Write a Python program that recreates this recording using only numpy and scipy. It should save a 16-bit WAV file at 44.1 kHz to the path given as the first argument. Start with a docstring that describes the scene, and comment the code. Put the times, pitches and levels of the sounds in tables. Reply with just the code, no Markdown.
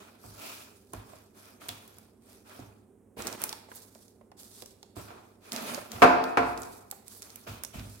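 """Soft dough is kneaded by hand on a wide steel plate on a stone kitchen counter, close to a phone.
Filtered noise with uneven slips makes the drag, the flour rustle and the grinding; short noise bursts
make the sticky snaps. Dull thuds are damped plate modes and a flexing floor; pats ring as short sines.
Twice the plate tips and clangs back on the counter: its modes ring long, the rim rattles,
and the tiled room answers with a decaying noise tail, over low room noise and appliance hum."""
import sys
import numpy as np
from scipy import signal
from scipy.fft import rfft, irfft, next_fast_len
from scipy.io import wavfile
from scipy.ndimage import uniform_filter1d, map_coordinates

SR = 44100
rng = np.random.default_rng(int(sys.argv[2]) if len(sys.argv) > 2 else 0)


def int16_out(signal):
    """Quantize to a 16-bit WAV file."""
    q = np.round(np.clip(np.atleast_2d(signal).T, -1, 1) * 32767)
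    wavfile.write(sys.argv[1], SR, q.astype(np.int16))


N = 352800
TIME = np.arange(N) / SR  # seconds into the scene
AGE = np.arange(round(1.2 * SR)) / SR  # seconds since a blow

# Hand pushing dough over steel. Each row: start, rise and hold in seconds,
# relative drag level and skin hiss level in dB.
PUSHES = [(0.0, 0.0035, 0.089, -55.5, -62), (.175, 0.086, 0.16, -60.5, -58), (.3, .15, 0.17, -49.5, -53),
          (.928, 0.0057, 0.022, -51.5, -60), (1.0, 0.11, 0.068, -59.5, -61.5),
          (1.33, 0.05, 0.075, -59.5, -60.5), (1.44, 0.032, .02, -57.5, -64),
          (1.595, 0.024, 0.065, -51.5, -56.5), (1.76, 0.078, 0.2, -63.5, -64.5),
          (2.2, .12, .01, -62.5, -61), (2.44, 0.061, .11, -53, -59.5), (4.952, .015, 0.054, -52.5, -53.5),
          (5.03, 0.063, 0.11, -56.5, -72.5), (5.2, .05, .05, -68.5, -71), (5.4, 0.07, .02, -55, -60),
          (7.21, 0.016, .22, -59.5, -57.5), (7.465, 0.0068, .015, -43.5, -63),
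          (7.725, .02, 0.026, -45.5, -55.5)]
# Fingers rubbing flour over the dough or peeling off it. Each row: start, rise and hold in seconds,
# relative rustle level and high fizz level in dB.
RUBS = [(.725, 0.021, .04, -67, -69), (.82, .1, 0.014, -69, -76), (3.68, 0.073, 0.056, -52.5, -55),
        (3.89, 0.069, .1, -63, -68), (4.365, .03, .05, -53.5, -58), (4.46, 0.12, 0.029, -53, -67),
        (4.83, 0.027, 0.027, -77, -81), (6.22, 0.025, .02, -57, -63.5), (6.36, 0.13, .02, -56, -63.5),
        (6.53, 0.096, 0.14, -56, -58.5), (6.9, 0.017, .04, -66, -66.5), (7.04, 0.081, .02, -54.5, -51.5),
        (7.8, 0.082, 0.21, -56.5, -70)]
# Fingers scooping in the flour bowl. Each row: start, rise and hold in seconds,
# dull crunch level and relative scrape level in dB.
SCOOPS = [(3.163, 0.028, 0.13, -42, -46), (3.37, 0.059, 0.031, -47.5, -44.5)]
# Hard shoves grinding the plate's foot on the counter. 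Each row: start, rise and hold in seconds, level in dB.
SHOVES = [(5.51, 0.019, 0.19, -42), (5.62, 0.076, 0.05, -42.5), (5.89, 0.046, 0.16, -47.5)]
# Fast sweeps of dough over dry steel. Each row: start, rise and hold in seconds, level in dB.
SWEEPS = [(.37, 0.067, .1, -44), (1.675, 0.02, .01, -49), (7.465, 0.011, 0.046, -48.5),
          (7.73, .03, .05, -56)]
RUB_DRAG_DB = -18  # relative to the rustle: a rub barely moves the dough
SHOVE_DRAG_DB, SHOVE_HISS_DB = 1, -5  # relative to the grinding
SCOOP_HISS_DB = -5  # relative to the scrape
SAG_DB_PER_S = 18  # a stroke weakens while it is held
RELEASE_DB_PER_S = 102.5  # and dies away when the hand stops

# Colours of dough on steel, skin, fingers on flour, high flour fizz, plate on stone and the flour bowl.
# Each row: frequency in Hz, relative density in dB per Hz.
SLIDE_COLOUR = [(60, -11), (150, -1), (280, 8.5), (600, -5), (900, 3), (1350, 3.5), (1900, -3),
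                (2500, -7.5), (3400, -4), (6000, -13), (15000, -22)]
SKIN_COLOUR = [(800, -4), (2700, -12), (3600, -5.5), (4800, -1.5), (6300, -3.5), (8500, -3.5),
               (12000, -2.5), (15800, -9)]
FINGER_COLOUR = [(800, -4.5), (2700, -12), (3600, -3.5), (4800, -1), (6300, -2.5), (8500, 0), (12000, -4),
                 (15800, -11)]
FIZZ_COLOUR = [(5000, -23.5), (8000, -10), (10500, 0), (13000, -1), (16000, -5.5)]
STONE_COLOUR = [(60, -20.5), (190, -3.5), (240, 9.5), (290, -12), (420, -3.5), (620, -4.5), (1000, -11),
                (2000, -13.5), (8000, -25.5)]
FLOUR_COLOUR = [(50, -12), (130, -10), (230, 3.5), (500, 0), (1000, -8), (2000, -9), (6000, -23.5)]
SWISH_COLOUR = [(1200, -38), (2150, -8), (2500, -0.5), (3200, -8.0), (5500, -10.0), (9000, -13.0)]
# Bands in which the rubbed plate sings. Each row: centre in Hz, width in Hz,
# level in dB before a common lift.
SINGING_BANDS = [(607, 48, 8.5), (640, 50, 6.5), (1340, 190, -4.5), (2445, 200, 5), (3140, 170, -9)]

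# Low room noise. Each row: frequency in Hz, relative density in dB per Hz.
AIR_COLOUR = [(15, -60), (25, -27), (74, -11), (92, -14), (127, -17), (166, -16.5), (212, -5.5), (326, -14),
              (394, -8.5), (545, -19.5), (714, -24), (962, -30), (4610, -56), (9070, -40), (16000, -52)]
# Appliance hum. Each row: frequency in Hz, rms level in dB.
HUM = [(100, -69.5), (226, -75), (393, -77)]

# Soft low thuds: dough and hand on the plate, the flour bowl touched at 3.171, a rolling rumble at 7.85.
# Each row: start in seconds, relative ring level in dB, low-pass corner in Hz,
# relative deep flex level and upper flex level in dB.
SOFT_THUDS = [(.239, -50, 800, -68, -50), (.934, -45, 1190, -42.5, -49), (1.686, -46, 1500, -64, -54.5),
              (2.591, -49, 590, -53, -51.5), (3.171, -67, 1000, -46, -56), (4.966, -46.5, 1015, -62, -46.5),
              (5.105, -47, 2500, -64, -60.5), (5.775, -52, 1200, -67.5, -64.5),
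              (5.932, -41, 402, -58.5, -46.5), (5.983, -46, 1003, -68.5, -59.5),
              (7.477, -48.5, 1470, -62, -44), (7.742, -50.5, 885, -36.5, -42), (7.85, -61, 600, -48, -50)]
# The tipped plate falling back on the counter. Each row: start in seconds, relative ring level in dB,
# low-pass corner in Hz, hand damping as t60 in seconds, relative deep and upper flex levels in dB.
CLANGS = [(6.0198, -14, 3570, 9.1, -44, -51.5), (6.372, -23, 2950, 2.4, -44, -47.5)]
# Rim chatter on the stone, too brief to ring. Each row: start in seconds, relative level in dB,
# low-pass corner in Hz.
RATTLES = [(6.025, -7.5, 4000), (6.0364, -16.5, 1700), (6.045, -11, 997), (6.096, -28, 900),
           (6.3724, -14, 2196), (6.425, -28, 2010)]
# Clear modes of the plate. Each row: frequency in Hz, mean relative level in dB,
# t60 in seconds before further damping, left minus right in dB.
STEEL_MODES = [(183, -23.0, 0.78, -2.0), (258, -8.0, 0.71, -1.0), (329, -15.0, 0.61, -4.0),
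               (448, -8, 0.65, -4.0), (504, -13.0, 0.71, -4.0), (565, -17.0, 0.65, -6.0),
               (614, -19.0, 0.8, -7.0), (680, -13, 0.85, -4.0), (704, 0.0, 0.82, -3.0),
               (746, -9.0, 0.85, 0.0), (872, -12.0, 0.85, -2.0), (955, -11.0, 0.85, -2.0),
               (1005, -10.0, 0.65, -2.0), (1068, -16.0, 0.79, -1.0), (1114, -16.0, 0.71, -3.0),
               (1275, -17.0, 0.8, -3.0), (1356, -9.5, 0.58, -3.0), (1425, -13.0, 0.68, -3.0),
               (1545, -17.0, 0.74, 3.0), (1611, -13.0, 0.55, -7.0), (1803, -20.0, 0.77, -7.0),
               (1949, -22.0, 0.67, -8.0), (2105, -24.0, 0.55, -2.0), (2315, -23.5, 0.58, -1.0),
               (2410, -20.0, 0.63, 3.0), (2498, -21.0, 0.85, -3.0), (2558, -18.0, 0.59, 1.0),
               (2686, -30.0, 0.73, 1.0), (3600, -32.0, 0.68, -2.0)]
# Colour of struck steel. Each row: frequency in Hz, relative density in dB per Hz.
CLANG_COLOUR = [(40, -43.5), (120, -12.5), (220, -9.5), (330, -1), (550, -7.5), (800, -0.5), (1400, -2.5),
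                (1900, -11), (2550, -9), (3050, -19), (3650, -20.5), (4300, -20), (5400, -22), (7000, -26),
                (15000, -25.5)]
# Decay of the dense modes. Each row: frequency in Hz, t60 in seconds.
CLOUD_DECAY = [(100, 0.94), (300, 1), (900, 0.72), (2500, 0.46), (4500, 0.8), (12000, 0.17)]
MUFFLED_T60_S = 0.15  # extra damping in a soft thud: dough damps the steel that it lands on

# Deep and upper flex of the plate's floor. Each row: frequency in Hz, t60 in seconds in a soft thud,
# onset time constant in seconds.
FLOOR_FLEX = [(57, .32, 0.02), (103.7, .65, 0.0049)]
FREE_FLEX = 2.2  # how many times longer the floor swings after a clang
# Uneven low slump in each thud. Each row: frequency in Hz, relative density in dB per Hz.
SLUMP_COLOUR = [(25, -23.5), (55, -5.5), (115, 0.0), (170, -10.5), (240, -3.5), (330, -19.5), (700, -41.5)]

# The loudest sticky snaps. Each row: start in seconds, relative level in dB, centre in Hz,
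# left minus right in dB on top of the microphone balance.
SNAPS = [(0.9347, -35, 9000, 0), (1.6858, -28.5, 11570, -8), (1.6899, -26, 3880, 5.5),
         (1.8781, -43.5, 12500, -1), (1.9845, -42.5, 11900, -4), (3.222, -33.5, 7000, -2),
         (3.2702, -22, 5680, -1.5), (3.2774, -27.5, 6800, -6), (3.3274, -34.5, 5500, -3.5),
         (3.418, -27.5, 12500, -8), (3.4386, -17.5, 11000, -0.5), (3.493, -29.5, 5500, -1),
         (3.5281, -30, 4700, -0.5), (3.9502, -47, 5400, -6), (4.0811, -51, 5950, -5),
         (4.317, -57, 3980, -5), (4.622, -34, 4540, -8), (4.6597, -38.5, 7400, 3.5),
         (4.8295, -40.5, 4420, -0.5), (5.5202, -25.5, 4830, 0), (5.531, -29, 8560, -8),
         (5.5626, -26.5, 4200, -9.5), (5.7461, -26.5, 4930, -4), (5.9182, -33, 5510, 5),
         (6.2403, -31, 4600, 3.5), (6.5763, -36, 5900, -8.5), (6.6196, -35, 7500, -0.5),
         (6.6327, -35.5, 5940, -5), (6.9024, -48, 11500, -7.5), (6.9125, -25, 12040, -6),
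         (7.0812, -37.5, 10430, -9.5), (7.2212, -34, 7800, -5.5), (7.228, -38.5, 5170, -4),
         (7.3033, -43, 5500, -6), (7.3583, -32.5, 11550, -11.5), (7.636, -25, 10500, -8),
         (7.6488, -28, 5900, -6.5), (7.7952, -41.5, 4500, -3.5)]
# Short low pats and ticks: the sharp onset of some landings, finger taps, air pockets in the dough.
# Each row: start in seconds, relative level in dB, pitch in Hz.
PATS = [(.934, -41.5, 338), (.935, -36.5, 1040), (1.133, -45, 640), (1.616, -49, 1290),
        (1.639, -45.5, 1360), (2.591, -42, 264), (3.169, -39, 460), (3.27, -35.5, 820),
        (3.3275, -36.5, 720), (3.44, -35.5, 880), (3.529, -36.5, 884), (3.687, -44.5, 720),
        (3.716, -36, 980), (3.953, -47, 647), (4.211, -50, 610), (4.317, -44.5, 770), (4.622, -42.5, 492),
        (4.828, -49, 790), (4.966, -39, 271), (5.777, -32.5, 595), (6.924, -39, 790), (7.637, -36.5, 1520)]
# Snap colour below the crack. 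Each row: frequency in Hz, relative density in dB per Hz.
SNAP_BODY = [(300, -10), (1500, -15.5)]
# Crack of a snap, and scuff of a pat. Each row: multiple of its own frequency, relative density in dB per Hz.
SNAP_TOP = [(.55, -7), (1, 2), (1.5, -6), (3, -13)]
SCUFF = [(.25, -9), (.6, -4), (1, 2.5), (1.6, -6), (4, -22.5), (12, -42.5)]
SNAP_T60_S, CRACK_T60_S = 0.018, 0.0019
CRACK_DB = 3  # the instant of tearing, over the rest of the snap
PAT_CYCLES = 30.4  # a pat loses 60 dB in this many cycles
PAT_ATTACK_S = 0.00059
CLINK_S, CLINK_DB, CLINK_HZ, CLINK_T60_S = 1.69, -41, 3440, .12  # one light clink on the steel

# Decay of the tiled kitchen. Each row: frequency in Hz, t60 in seconds.
KITCHEN_DECAY = [(100, 0.73), (500, 0.86), (2500, 0.86), (6000, 0.46), (14000, 0.37)]
# Difference of the two microphones. Each row: frequency in Hz, left minus right in dB.
MIC_BALANCE = [(100, -2), (400, -2.5), (700, -4.5), (1300, -0.5), (2400, -1.5), (4400, -1), (8000, -4.5),
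               (15000, 3)]
TOP_HZ = 16050  # the phone's band limit


def amp(db):
    """Decibels to gain."""
    return 10 ** (np.asarray(db) / 20)


def unit(x):
    """Scale to rms 1."""
    return x / np.sqrt(np.mean(x ** 2) + 1e-20)


def along(points, hz):
    """Read (Hz, value) points on a log axis."""
    f, v = np.transpose(points)
    return np.interp(np.log(hz + 1), np.log(f + 1), v)


def filtered(x, gain):
    """Apply a gain that is a function of frequency."""
    n = x.shape[-1]
    m = next_fast_len(n + 8192)
    return irfft(rfft(x, m) * gain(np.fft.rfftfreq(m, 1 / SR)), m)[..., :n]


def microphones(x, colour, side, left_db):
    """Colour two unrelated signals into left and right; long waves reach both microphones more alike."""
    def mid_and_side(hz):
        return amp(along(colour, hz)) * [np.ones_like(hz), side * np.clip(hz / 550, .3, 1)]

    def balance(hz):
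        return amp(np.outer([.5, -.5], left_db + along(MIC_BALANCE, hz)))

    mid, apart = filtered(x, mid_and_side)
    return unit(filtered(np.array([mid + apart, mid - apart]), balance))


def noise(colour, side, left_db=0, size=N):
    """Coloured stereo noise of rms 1."""
    return microphones(rng.standard_normal((2, size)), colour, side, left_db)


def strokes(rows, column=0):
    """Gain per sample of strokes that swell, sag and die; column picks among the levels of a row."""
    power = np.zeros(N)
    for s, rise, hold, *levels_db in rows:
        swell = np.clip((TIME - s) / max(rise, 1 / SR), 0, 1)
        late = TIME - s - rise
        sag_db = SAG_DB_PER_S * np.clip(late, 0, hold)
        release_db = RELEASE_DB_PER_S * np.maximum(late - hold, 0)
        power += (swell * amp(levels_db[column] - sag_db - release_db)) ** 2
    return np.sqrt(power)


def wobble(rate):
    """A smooth random curve with rate knots a second."""
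    knots = rng.standard_normal(N // 8)
    return map_coordinates(knots, [TIME * rate], mode="wrap")


def friction(colour, rate, grain_db, clump_db, side, left_db):
    """Tiny slips of uneven size: noise whose level wobbles at rate, and more slowly in clumps."""
    slips = amp(grain_db * wobble(rate) + clump_db * wobble(70))
    return microphones(slips * rng.standard_normal((2, N)), colour, side, left_db)


def singing(hz):
    """Gain of the rubbed plate: flat, with its bands standing out."""
    power = 1
    for centre, width, db in SINGING_BANDS:
        power = power + amp(db + 5) ** 2 / (1 + (2 * (hz - centre) / width) ** 2)
    return np.sqrt(power)


def patchy(x, depth_db):
    """The contact keeps shifting, so the colour flutters from moment to moment."""
    z = signal.stft(x, nperseg=512)[2]
    field = rng.standard_normal(z.shape[1:])
    field = uniform_filter1d(field, size=14, axis=0)  # smooth over frequency
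    field = uniform_filter1d(field, size=8, axis=1)  # and over time
    return unit(signal.istft(z * amp(depth_db * unit(field)), nperseg=512)[1][:, :N])


def crackle():
    """Single flour grains and tiny sticky threads: about 400 random ticks a second, of uneven size."""
    chance, size = rng.random(N), rng.standard_normal((2, N))
    ticks = (chance < 400 / SR) * size * amp(3 * rng.standard_normal(N))
    return microphones(ticks, SKIN_COLOUR, side=0.93, left_db=-3.5)


def rubbing():
    """Dough drags over steel, skin hisses on flour, and the plate grinds on the stone."""
    rub, shove, scrape = strokes(RUBS), strokes(SHOVES), strokes(SCOOPS, column=1)
    # strokes that share a sound add as powers
    dragging = np.linalg.norm(
        [strokes(PUSHES), amp(RUB_DRAG_DB) * rub, amp(SHOVE_DRAG_DB) * shove, scrape], axis=0)
    hissing = np.linalg.norm(
        [strokes(PUSHES, column=1), amp(SHOVE_HISS_DB) * shove, amp(SCOOP_HISS_DB) * scrape], axis=0)

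    slips = friction(SLIDE_COLOUR, rate=500, grain_db=0.0, clump_db=1.63, side=1.0, left_db=0)
    slips = unit(filtered(slips, singing))
    drag = dragging * amp(0.5) * patchy(slips, depth_db=1.5)
    swish = friction(SWISH_COLOUR, rate=800, grain_db=-1.5, clump_db=2.0, side=0.94, left_db=1.0)
    sweep = strokes(SWEEPS) * swish

    skin = friction(SKIN_COLOUR, rate=1500, grain_db=2.5, clump_db=0.5, side=1.0, left_db=0.5)
    hiss = hissing * amp(2.0) * patchy(skin, depth_db=2.5)
    fingers = friction(FINGER_COLOUR, rate=770, grain_db=-1.0, clump_db=2.5, side=1.0, left_db=-1.5)
    fizz = friction(FIZZ_COLOUR, rate=1100, grain_db=2.0, clump_db=4.1, side=0.99, left_db=-5.5)
    rustle = rub * amp(0.5) * patchy(fingers, depth_db=1.0) + strokes(RUBS, column=1) * fizz
    grains = np.hypot(hissing, rub) * amp(-5) * crackle()

    stone = friction(STONE_COLOUR, rate=290, grain_db=1.0, clump_db=0.5, side=0.71, left_db=-1.5)
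    flour = friction(FLOUR_COLOUR, rate=250, grain_db=2.5, clump_db=-3, side=0.67, left_db=-1.5)
    grind = shove * stone
    scoop = strokes(SCOOPS) * flour
    return drag + sweep + hiss + rustle + grains + grind + scoop


def background():
    """Low room noise and the hum of an appliance, as steady noise and sines."""
    hum = np.zeros(N)
    for hz, db in HUM:
        hum += amp(db) * np.sqrt(2) * np.sin(2 * np.pi * (hz * TIME + rng.random()))
    return amp(-60.5) * noise(AIR_COLOUR, side=0.45, left_db=-2.5) + hum


def fade(t60):
    """A decay that loses 60 dB in t60 seconds."""
    return np.exp(-np.log(1000) * AGE / t60)


def dying(x, decays):
    """Let each frequency of x die at its own speed."""
    hz, t, z = signal.stft(x, SR, nperseg=256)
    z = z * np.exp(-np.log(1000) * t / along(decays, hz)[:, None])
    return signal.istft(z, SR, nperseg=256)[1][:, :x.shape[1]]


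def contact(x, bright_hz):
    """A longer, softer contact weakens the high modes: a first-order low-pass."""
    return signal.lfilter(*signal.butter(1, min(bright_hz, SR / 3), fs=SR), x)


def add(track, s, sound):
    """Mix a sound into the track at s seconds."""
    part = track[:, round(s * SR):][:, :sound.shape[-1]]
    part += sound[..., :part.shape[1]]


def plate():
    """Each thud or clang rings the plate's clear modes and the dense cloud of modes between them."""
    out = np.zeros((2, N))
    short = SR // 5
    hz, mode_db, t60, left_db = np.transpose(STEEL_MODES)
    # a round plate's modes come in close pairs that beat
    split = rng.uniform(4, 9, (len(hz), 1))  # Hz
    beat = 1 + .42 * np.exp(2j * np.pi * (split * AGE + rng.random(split.shape)))
    decay = np.array([fade(t) for t in t60])
    onset = 1 - np.exp(-AGE / 0.0031)
    waves = decay * beat * np.exp(2j * np.pi * hz[:, None] * AGE) * onset
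    # short waves reach the two microphones out of step
    skew = np.minimum(hz / 1000, .75) * rng.choice([-1, 1], len(hz))  # radians
    ports = amp(np.outer([.5, -.5], left_db)) * np.exp(1j * np.outer([1, -1], skew))

    muffled = [(s, db, bright_hz, MUFFLED_T60_S) for s, db, bright_hz, *_ in SOFT_THUDS]
    for s, db, bright_hz, damping, *_ in muffled + CLANGS:
        phase, size_db = rng.standard_normal((2, len(hz)))
        weights = ports * amp(mode_db + size_db) * np.exp(2j * np.pi * phase)
        modes = np.imag(weights @ waves) * fade(damping)
        cloud = noise(CLANG_COLOUR, side=.95, left_db=0.5, size=len(AGE))
        cloud = amp(-3) * dying(cloud, CLOUD_DECAY)
        strike = amp(7.5) * noise(CLANG_COLOUR, side=0.99, left_db=-3.5, size=short) * fade(0.02)[:short]
        add(out, s, amp(db) * contact(modes + cloud, bright_hz))
        add(out, s, amp(db) * contact(strike, bright_hz))
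    for s, db, bright_hz in RATTLES:
        chatter = noise(CLANG_COLOUR, side=0.94, left_db=3.0, size=short) * fade(0.099)[:short]
        add(out, s, amp(db) * contact(chatter, bright_hz))
    return out


def thuds():
    """The floor of the plate swings briefly in two modes, with an uneven low slump of noise."""
    out = np.zeros((2, N))
    blows = [(row, 1) for row in SOFT_THUDS] + [(row, FREE_FLEX) for row in CLANGS]
    for (s, *_, deep_db, upper_db), longer in blows:
        for db, (hz, t60, attack) in zip((deep_db, upper_db), FLOOR_FLEX):
            swing = np.sin(2 * np.pi * hz * AGE) * amp([[-1], [1]])  # 2 dB stronger on the right
            slump = noise(SLUMP_COLOUR, side=0.6, size=len(AGE))
            envelope = fade(t60 * longer) * (1 - np.exp(-AGE / attack))
            add(out, s, amp(db) * (amp(2.0) * swing + amp(-0.5) * slump) * envelope)
    return out


def snaps():
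    """Dough tears from skin and steel in bright noise cracks; pats and a clink ring as short sines."""
    out = np.zeros((2, N))
    size = SR // 3
    tear = amp(-2.5) * (fade(SNAP_T60_S) + amp(CRACK_DB) * fade(CRACK_T60_S))[:size]
    for s, db, hz, left_db in SNAPS:
        colour = SNAP_BODY + [(hz * k, gain_db) for k, gain_db in SNAP_TOP]
        add(out, s, amp(db) * noise(colour, side=1.0, left_db=left_db, size=size) * tear)

    pats = [(s, db, hz, PAT_CYCLES / hz) for s, db, hz in PATS]
    clink = (CLINK_S, CLINK_DB, CLINK_HZ, CLINK_T60_S)
    for s, db, hz, t60 in pats + [clink]:
        colour = [(hz * k, gain_db) for k, gain_db in SCUFF]
        scuff = noise(colour, side=0.82, left_db=-4.0, size=size)
        ring = np.sin(2 * np.pi * hz * AGE[:size])
        envelope = fade(t60) * (1 - np.exp(-AGE / PAT_ATTACK_S))
        add(out, s, amp(db) * (scuff + amp(-3) * ring) * envelope[:size])
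    return out


def kitchen(x):
    """The diffuse answer of the tiled walls: convolution with noise that dies at each frequency's speed."""
    tail = dying(rng.standard_normal((2, len(AGE))), KITCHEN_DECAY) * (1 - np.exp(-AGE / 0.0048))
    return signal.fftconvolve(x, tail / np.linalg.norm(tail[0]), axes=1)[:, :N]


def scene():
    """Everything on the counter, with the room answering the steel, the snaps and the pats."""
    steel, cracks = plate(), snaps()
    room = kitchen(amp(-12.5) * steel + amp(-10.0) * cracks)
    return steel + cracks + thuds() + rubbing() + room + background()


def record(dry):
    """The phone drops the deepest bass, clips at full scale and keeps nothing above its band limit."""
    lean = signal.sosfilt(signal.butter(4, 45, "highpass", fs=SR, output="sos"), dry)
    return filtered(np.clip(lean, -1, 1), lambda hz: hz < TOP_HZ)


dry = scene()
out = record(dry)
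int16_out(out)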